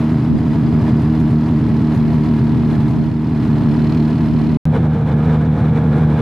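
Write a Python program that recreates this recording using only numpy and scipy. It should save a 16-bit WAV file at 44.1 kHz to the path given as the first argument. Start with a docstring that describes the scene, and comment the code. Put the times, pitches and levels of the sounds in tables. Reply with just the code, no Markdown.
"""Open snow: a two-stroke snowmobile idles close by, two firings to each turn of the crank.
It hunts: about six times a second a few firings catch strongly, then the charge burns weakly again.
Pulses and gas puffs boom through the muffler, sine orders form the intake drone, and filtered noise makes
the casing's rasp, its knocks, hiss swishes and light gusts; gritty scrapes ring as the piston's tick.
After a short silence the engine is heard from another, sheltered spot."""
import sys
import numpy as np
from scipy import signal
from scipy.fft import rfft, irfft, next_fast_len
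from scipy.io import wavfile
from scipy.ndimage import uniform_filter1d

SR = 44100
rng = np.random.default_rng(int(sys.argv[2]) if len(sys.argv) > 2 else 0)


def log_audio(samples):
    """Write samples as a 16-bit WAV file to the path given in sys.argv[1]."""
    # one column per channel
    frames = np.atleast_2d(samples).T
    # limit to full scale, then quantise
    limited = np.clip(frames, -1, 1)
    pcm = np.round(limited * 32767).astype(np.int16)
    wavfile.write(sys.argv[1], SR, pcm)


N = 273861
T = np.arange(N) / SR

# The silence between spot A and spot B: start and end in seconds.
SILENCE = (4.5715, 4.6544)
# Engine speed. Each row: time in seconds, firings per second.
SPEED = [(0.0, 77.23), (0.5, 77.56), (0.9, 77.88), (1.3, 77.43), (1.65, 78.17), (2.0, 76.75), (2.4, 77.39),
         (2.8, 76.87), (3.1, 77.74), (3.4, 76.92), (3.7, 76.24), (4.0, 77.41), (4.4, 76.85), (4.8, 77.25),
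         (5.2, 77.34), (5.6, 77.28), (5.9, 76.59), (6.2, 76.39)]
# Moments at which the engine catches. Each row: time in seconds, time to sag back in seconds,
# how early the pulses come in ms, how much harder they are in dB.
SURGES = [(0.122, 0.049, 1.9, 5.5), (0.284, 0.059, 1.7, 4.5), (0.456, 0.049, 2.0, 4.0),
          (0.549, 0.144, 0.5, 1.5), (0.732, 0.074, 2.0, 5.0), (0.824, 0.061, 0.8, 1.0),
          (0.923, 0.06, 1.9, 5.0), (1.026, 0.03, 1.2, 2.0), (1.204, 0.053, 1.5, 5.0),
          (1.315, 0.08, 1.5, 4.0), (1.511, 0.04, 1.6, 5.5), (1.692, 0.056, 1.8, 3.5),
          (1.823, 0.103, 0.7, 2.0), (1.963, 0.137, 1.5, 3.0), (2.14, 0.069, 1.9, 4.0),
          (2.295, 0.061, 1.7, 5.0), (2.406, 0.08, 1.5, 4.0), (2.58, 0.16, 1.3, 1.5),
          (2.78, 0.067, 2.3, 4.0), (2.971, 0.06, 1.1, 3.0), (3.145, 0.032, 0.8, 4.5),
          (3.314, 0.071, 2.2, 3.5), (3.482, 0.077, 2.2, 5.0), (3.648, 0.065, 2.1, 5.0),
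          (3.775, 0.121, 1.4, 3.0), (3.967, 0.053, 1.5, 4.5), (4.206, 0.045, 1.3, 4.5),
          (4.345, 0.097, 1.5, 4.0), (4.495, 0.144, 1.7, 3.5), (4.675, 0.04, 0.8, 4.0),
          (4.808, 0.16, 1.5, 1.5), (4.955, 0.146, 2.5, 0.5), (5.131, 0.069, 2.5, 4.0),
          (5.263, 0.159, 1.3, 3.5), (5.471, 0.085, 1.8, 2.0), (5.612, 0.09, 1.0, 2.5),
          (5.701, 0.037, 1.7, 3.0), (5.848, 0.082, 2.4, 4.0), (6.0, 0.126, 1.8, 4.0)]
# Colour of the casing rasp at spot A. Each row: frequency in Hz, relative density in dB per Hz.
CASING_A = [(250, -7), (450, -0.5), (620, -1), (950, -2), (1250, -7), (1800, -13), (2400, -16.5),
            (3100, -18), (3800, -19.5), (5000, -28), (6000, -32.5), (8000, -37.5), (12000, -41),
            (14000, -50)]
# Cowl panel resonances. Each row: centre in Hz, width in Hz, height in dB.
PANELS = [(503, 28, -2), (565, 29, -8), (620, 100, 1), (655, 98, 3), (795, 28, -11), (810, 21, 4.5),
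          (954, 29, 4), (1210, 15, -9.5), (1220, 110, 1.5), (1704, 58, 5), (1924, 39, 5.5), (2140, 74, 4),
          (2390, 54, 1.5), (2600, 78, -0.5), (2720, 120, -1.5), (3140, 130, -4.5), (3690, 110, -7),
          (4070, 68, 0), (4520, 110, -1.5)]


def gain_of(db):
    """Decibels to amplitude."""
    return 10 ** (np.asarray(db) / 20)


def evened(x):
    """Scales to rms 1."""
    return x / np.sqrt(np.mean(x ** 2) + 1e-20)


def curve(rows, column=1):
    """One column of a time table, interpolated at every sample."""
    rows = np.asarray(rows)
    return np.interp(T, rows[:, 0], rows[:, column])


def drift(rate_hz):
    """Random wander of rms 1, mostly slower than rate_hz."""
    hz = np.fft.rfftfreq(N, 1 / SR)
    spectrum = rfft(rng.standard_normal(N)) / (1 + (hz / rate_hz) ** 4)
    return evened(irfft(spectrum, N))


def swells(rows):
    """One bell per row (middle s, reach s, ..): it falls to exp(-2) one reach from its middle."""
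    return np.array([np.exp(-2 * ((T - middle) / reach) ** 2) for middle, reach, _ in rows])


def colour(x, points, peaks=(), size=8192):
    """Causal minimum-phase filter from a spectrum in dB, with resonances laid over it."""
    hz = abs(np.fft.fftfreq(size, 1 / SR))
    f, db = np.transpose(points)
    db = np.interp(np.log(hz + 1), np.log(f + 1), db)
    for centre, width, height in peaks:
        db = db + height / (1 + (2 * (hz - centre) / width) ** 2)
    spectrum = np.exp(signal.hilbert(np.log(gain_of(db))).conj())
    response = np.fft.ifft(spectrum).real
    return signal.oaconvolve(x, response[:size // 2])[:N]


def clicks(times, sizes):
    """A train of single-sample clicks."""
    places = np.clip(np.round(times * SR).astype(int), 0, N)
    return np.bincount(places, sizes, N + 1)[:N]


def surges(times):
    """Course of every surge, 0 to 1: a quick catch and a slow sag."""
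    catch_rise_s = .008
    start, sag_s = np.transpose(SURGES)[:2]
    since = times[:, None] - start
    catch = (1 + np.tanh(since / catch_rise_s)) / 2
    return catch * np.exp(-(np.maximum(since, 0) / sag_s) ** 3)


def surging(times):
    """How much harder the charge burns at these times, in dB."""
    return surges(times) @ np.array(SURGES)[:, 3]


def leading(times):
    """Seconds by which the engine runs early: it jumps ahead as it catches, then falls back."""
    return surges(times) @ np.array(SURGES)[:, 2] / 1000  # ms to s


def firings(cycles):
    """Time and strength of each firing: a strong charge blows harder and sooner, a stumble burns late."""
    # Stumbles, single charges that burn late: times in seconds.
    stumbles = [.209, .389, .545, .618, .821, .918, 1.022, 1.31, 1.597, 1.691, 1.801, 1.957, 2.4, 2.549,
                2.778, 2.895, 3.099, 3.252, 3.416, 3.479, 3.64, 4.137, 4.773, 4.953, 5.128, 5.602]
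    late_s, scatter_db, jitter_s = .0022, .7, .00019
    times = np.interp(np.arange(int(cycles[-1]) + 1), cycles, T)
    size, slip = rng.standard_normal((len(times), 2)).T
    nearest = abs(times[:, None] - np.array(stumbles)).argmin(axis=0)
    late = np.isin(np.arange(len(times)), nearest)
    strength = gain_of(surging(times) + scatter_db * np.clip(size, -2, 2))
    return times - leading(times) + jitter_s * slip + late_s * late, strength


def exhaust(pulses, muffler):
    """Each firing drives a pulse and a turbulent puff through the muffler; its packing swallows treble."""
    # Standing waves in the exhaust pipe. Each row: centre in Hz, width in Hz, height in dB.
    pipe = [(127, 6, 13), (337, 10, 19), (372, 11, 2.5), (430.3, 15, 8.5)]
    gas, puff_s, packing_hz = .33, .006, 1300  # gas against pulses, puff decay, lowpass corner
    puff_shape = signal.lfilter([1], [1, -np.exp(-1 / (puff_s * SR))], np.sign(pulses))
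    puffs = puff_shape * rng.standard_normal(N)
    boom = colour(evened(pulses) + gas * evened(puffs), muffler, pipe)
    packing = signal.butter(4, packing_hz, fs=SR, output="sos")
    return evened(signal.sosfilt(packing, boom))


def drone(cycles, follow, column):
    """The intake pumps with the crank, after the exhaust: sine orders that bend gently with each surge."""
    # Intake orders. Each row: multiple of the firing rate, level in dB against the exhaust at spot A,
    # the same at spot B ahead of the scene's drone trim.
    orders = [(1, -22, -23), (2.5, -23, -26), (4, -17, -27), (4.5, -30, -33), (5, -23, -35),
              (5.5, -29, -30), (6, -38, -22), (7, -41, -33), (8, -37, -35), (9, -37, -31), (10, -44, -26.5),
              (11, -37, -27), (12, -43, -37), (13, -42, -37), (16, -48, -37), (22, -51, -41)]
    intake_lag = 5 / 8  # firing cycles behind the exhaust
    waver, wobble = .27, .008  # rms share of amplitude, rms firing cycles
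    coarse = T[::128]
    ahead = follow * np.interp(T, coarse, leading(coarse)) * curve(SPEED)
    phase = cycles - intake_lag + ahead + wobble * drift(5.5)
    out = np.zeros(N)
    for row in orders:
        level = np.sqrt(2) * gain_of(row[column]) * (1 + waver * drift(18))
        out += level * np.sin(2 * np.pi * row[0] * phase)
    return out


def rasp(cycles, pulses, casing, knock, flutter_db):
    """Fan and running gear rush through the cowl, throbbing with the firings that also knock on it."""
    throb = .14
    rush = rng.standard_normal(N) * (1 + throb * np.cos(2 * np.pi * cycles))
    rush = rush * gain_of(flutter_db * drift(19))
    blows = signal.lfilter(*signal.butter(2, 2000, fs=SR), evened(pulses))  # the blows are blunt
    return evened(colour(evened(rush) + knock * blows, casing, PANELS))


def piston(cycles):
    """Once a turn a piston scrapes its bore: a burr that rings the cylinder and a thin, singing metal part."""
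    # Ring of the cylinder. Each row: frequency in Hz, relative level in dB, t60 in seconds.
    modes = [(2510, -2, 0.011), (2800, -9.5, 0.015), (3055, -7.5, 0.019), (3400, -12.5, 0.016),
             (4070, 2, 0.009), (4114, 1, 0.014), (4264, 2, 0.0078), (4450, -11.5, .008),
             (5060, -9.5, 0.0061), (5280, -14, 0.0099)]
    # Loudness of the tick. Each row: time in seconds, level in dB.
    tick_level = [(0, -60.5), (2, -53), (2.8, -52.5), (3.2, -58), (3.6, -52.5), (3.97, -44), (4.08, -50),
                  (4.55, -49.5), (4.65, -65.5)]
    # Loudness of the singing part. Each row: time in seconds, level in dB.
    sing_level = [(0, -62), (.55, -62.5), (.9, -59), (2.6, -67), (3.2, -70.5), (3.9, -64.5), (4.55, -74),
                  (4.65, -74)]
    slap_lag = 7 / 6  # firing cycles behind the first exhaust pulse
    sing_hz, sing_t60_s = 4885, 0.033
    scrape_s, steady = .0049, .35  # half-length of the burr, constant share that feeds the singing
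    since = ((cycles - slap_lag + 1) % 2 - 1) / curve(SPEED)  # seconds from the nearest slap
    scrape = np.exp(-(since / scrape_s) ** 4)
    grit = rng.choice([-1, 1], N)
    t = T[:SR // 10]
    ring = np.zeros(len(t))
    for k, (hz, db, t60) in enumerate(modes):
        ring += gain_of(db - 60 * t / t60) * (-1) ** k * np.sin(2 * np.pi * hz * t)
    sing = gain_of(-60 * t / sing_t60_s) * np.sin(2 * np.pi * sing_hz * t)
    tick = evened(signal.oaconvolve(scrape * grit, ring)[:N])
    singing = evened(signal.oaconvolve((steady + scrape) * grit, sing)[:N])
    return gain_of(curve(tick_level)) * tick + gain_of(curve(sing_level)) * singing


def knocks(decay_s=0.0045, trim_db=-2):
    """Now and then a loose panel gives one harder knock: a decaying noise burst through the cowl."""
    # Harder knocks on the cowl. Each row: start in seconds, peak in dB ahead of the trim.
    hits = [(0.993, -19.5), (1.919, -24), (1.975, -21.5), (2.128, -20.5), (2.378, -25), (2.725, -22.5),
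            (4.753, -19.5), (5.228, -19), (5.32, -21.5)]
    out = np.zeros(N)
    for start, peak_db in hits:
        burst = rng.standard_normal(N) * (T >= start) * np.exp(-abs(T - start) / decay_s)
        blow = colour(burst, CASING_A, PANELS)
        blow = signal.lfilter(*signal.butter(2, 1300, fs=SR), blow)  # the knock is blunt
        out += gain_of(peak_db + trim_db) * blow / abs(blow).max()
    return out


def swishes():
    """Brief, grainy swishes of high hiss: coloured noise under bell-shaped swells."""
    # Swishes. Each row: middle in seconds, reach in seconds, level in dB.
    spells = [(.39, 0.036, -64), (1.013, 0.023, -58), (1.205, 0.028, -57), (1.313, 0.049, -62),
              (1.96, 0.044, -58.5), (2.148, .05, -66), (2.898, 0.041, -59), (5.588, 0.023, -67),
              (5.97, .05, -67)]
    # Their colour. Each row: frequency in Hz, relative density in dB per Hz.
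    hiss_colour = [(1000, -21), (4000, -8), (6500, 2), (9000, -4), (12000, -3.5), (14000, -14.5)]
    grain_db = 3
    grainy = rng.standard_normal(N) * gain_of(grain_db * drift(300))
    hiss = evened(colour(grainy, hiss_colour))
    return gain_of(np.array(spells)[:, 2]) @ swells(spells) * hiss


def wind():
    """Gusts swell and fade; their eddies buffet each microphone port on its own."""
    # Light gusts. Each row: middle in seconds, reach in seconds, level in dB.
    gust_rows = [(0.337, 0.044, -15.5), (0.632, 0.4, -26.5), (1.225, .15, -29.5), (1.688, 0.17, -31),
                 (2.088, 0.32, -25), (2.62, 0.34, -23.5), (3.01, 0.18, -24), (3.682, 0.47, -25.5),
                 (4.44, 0.36, -24)]
    # Colour of the buffeting. Each row: frequency in Hz, relative density in dB per Hz.
    buffet_colour = [(30, -23.5), (70, -12.5), (110, -5), (200, 3), (300, -10.5), (450, -15.5),
                     (580, -26.5), (1000, -48.5), (4000, -78.5)]
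    buffet_db, buffet_hz = 1, 22  # depth and rate of the lumps within a gust
    gusts = gain_of(np.array(gust_rows)[:, 2]) @ swells(gust_rows)
    eddies = []
    for port in "LR":
        lumpy = rng.standard_normal(N) * gain_of(buffet_db * drift(buffet_hz))
        eddies.append(evened(colour(lumpy, buffet_colour)))
    return gusts * np.array(eddies)


def spread(x, t60=0.036):
    """Scatter from the machine and the snow reaches the two ears with a wandering phase."""
    # Difference between the ears. Each row: frequency in Hz, side level against mid in dB.
    width = [(60, -36.5), (160, -43.5), (300, -22.5), (700, -17), (1500, -12), (3000, -10.5), (5000, -7),
             (9000, 0), (13000, 4.5)]
    t = T[:SR // 20]
    scatter = rfft(rng.standard_normal(len(t)) * gain_of(-60 * t / t60))
    echo = irfft(scatter / abs(scatter))  # flat spectrum, scrambled phase
    scattered = signal.hilbert(signal.oaconvolve(x, echo), next_fast_len(N + SR))[:N]
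    turned = (scattered * np.exp(1j * np.pi * drift(10.0))).real
    side = colour(turned, width)
    return np.array([x + side, x - side]) * gain_of([[-.2], [.2]])


def scene():
    """One engine, heard first from spot A and then from spot B; the casing rattles in spells."""
    # Loudness at spots A and B. Each row: time in seconds, exhaust in dB, casing rasp in dB.
    levels_a = [(0, -13, -31), (0.4, -15, -35), (0.9, -11.5, -31.5), (1.3, -12.5, -33.5), (2.85, -13, -32),
                (3.15, -19, -39.5), (3.55, -13, -32), (4.0, -12.5, -32), (4.55, -14.5, -34)]
    levels_b = [(4.7, -11.5, -27.5), (5.0, -14, -31), (5.25, -11, -26.5), (5.5, -13, -29.5),
                (6.2, -10, -23.5)]
    # Muffler response at spots A and B. Each row: frequency in Hz, relative response in dB.
    muffler_a = [(15, -60), (30, -43.5), (52, -10), (72, -7), (105, 5), (148, 4.5), (190, 0), (232, 4.5),
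                 (290, 0), (345, -19.5), (430, -20), (520, -35), (900, -43)]
    muffler_b = [(15, -63.5), (30, -36), (52, -14), (75, -8.5), (105, 5), (150, 2), (190, 0.5), (232, -3.5),
                 (275, -8), (380, -33.5), (465, -22.5), (560, -30), (900, -66.5), (5000, -100)]
    # Colour of the casing rasp at spot B. Each row: frequency in Hz, relative density in dB per Hz.
    casing_b = [(30, -14.5), (250, 12), (360, 5), (480, 12), (620, 2), (1000, -1.5), (1600, -5),
                (2000, -16), (2330, -11), (2600, -18.5), (3700, -17), (4600, -29), (6500, -35.5),
                (12000, -43.5), (14000, -75)]
    # Harder rattling of the casing. Each row: middle in seconds, reach in seconds, boost in dB.
    rattles = [(0.543, 0.051, 1.5), (0.59, 0.037, 0.5), (0.874, 0.1, 1.8), (1.449, 0.043, 1),
               (1.937, 0.061, 1.5), (2.127, 0.041, 3.5), (2.71, 0.031, 2.5), (3.037, 0.035, 3),
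               (3.452, 0.05, 2.5), (4.768, 0.046, 6), (4.852, 0.023, 4.5), (4.952, 0.027, 4.5),
               (5.121, 0.06, 3.5), (5.245, 0.083, 2.5), (5.343, 0.048, 4.5), (5.454, 0.068, 0.5),
               (5.61, 0.11, 3.5), (5.767, 0.028, 3.5), (5.971, 0.046, 4), (6.157, 0.077, 0.5)]
    follow_a, follow_b = .35, .3  # share of a surge's pitch bend that the drone follows
    first_firing = 1 / 4  # firing cycles that pass before the first firing
    drone_b_db = -3.5  # drone trim at spot B

    cycles = np.cumsum(curve(SPEED)) / SR - first_firing  # running count of firings
    pulses = clicks(*firings(cycles))
    rattle_db = np.array(rattles)[:, 2] @ swells(rattles)

    engine_a = exhaust(pulses, muffler_a) + drone(cycles, follow_a, column=1)
    rasp_a = rasp(cycles, pulses, CASING_A, knock=0.46, flutter_db=0.77)
    first = gain_of(curve(levels_a, column=1)) * engine_a
    first += gain_of(curve(levels_a, column=2) + rattle_db) * rasp_a

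    # at spot B the drone swells along with the rattle
    drone_b = gain_of(rattle_db + drone_b_db) * drone(cycles, follow_b, column=2)
    rasp_b = rasp(cycles, pulses, casing_b, knock=0.088, flutter_db=1.5)
    second = gain_of(curve(levels_b, column=1)) * (exhaust(pulses, muffler_b) + drone_b)
    second += gain_of(curve(levels_b, column=2) + rattle_db) * rasp_b

    machine = np.where(T < SILENCE[0], first, second)
    return spread(machine + piston(cycles) + knocks() + swishes()) + wind()


def levelled(x):
    """Quick, gentle gain control evens out part of the rise and fall in level."""
    rest_db, share, window_s = -13.2, .45, .026  # level left as it is, share taken away, averaging time
    power = uniform_filter1d((x ** 2).mean(0), int(window_s * SR))
    power_db = 10 * np.log10(abs(power) + 1e-9)
    excess_db = uniform_filter1d(power_db - rest_db, int(window_s * SR / 2))
    return x * gain_of(-share * excess_db)


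def record(dry, pop_db=-15, pop_s=0.0003):
    """Gain control, a brief cut between the spots, a small pop on the return, then the band limit."""
    fade_s, edge_hz = .002, 13700
    before = np.clip((SILENCE[0] - T) / fade_s, 0, 1)
    after = np.clip(np.minimum(T - SILENCE[1], T[-1] - T) / fade_s, 0, 1)  # also fades out at the end
    heard = levelled(dry) * (before + after)
    pop = gain_of(pop_db) * (T >= SILENCE[1]) * np.exp(-abs(T - SILENCE[1]) / pop_s)
    band_limit = signal.ellip(8, .1, 90, edge_hz, fs=SR, output="sos")
    return signal.sosfilt(band_limit, heard + pop)


dry = scene()
out = record(dry)
log_audio(out)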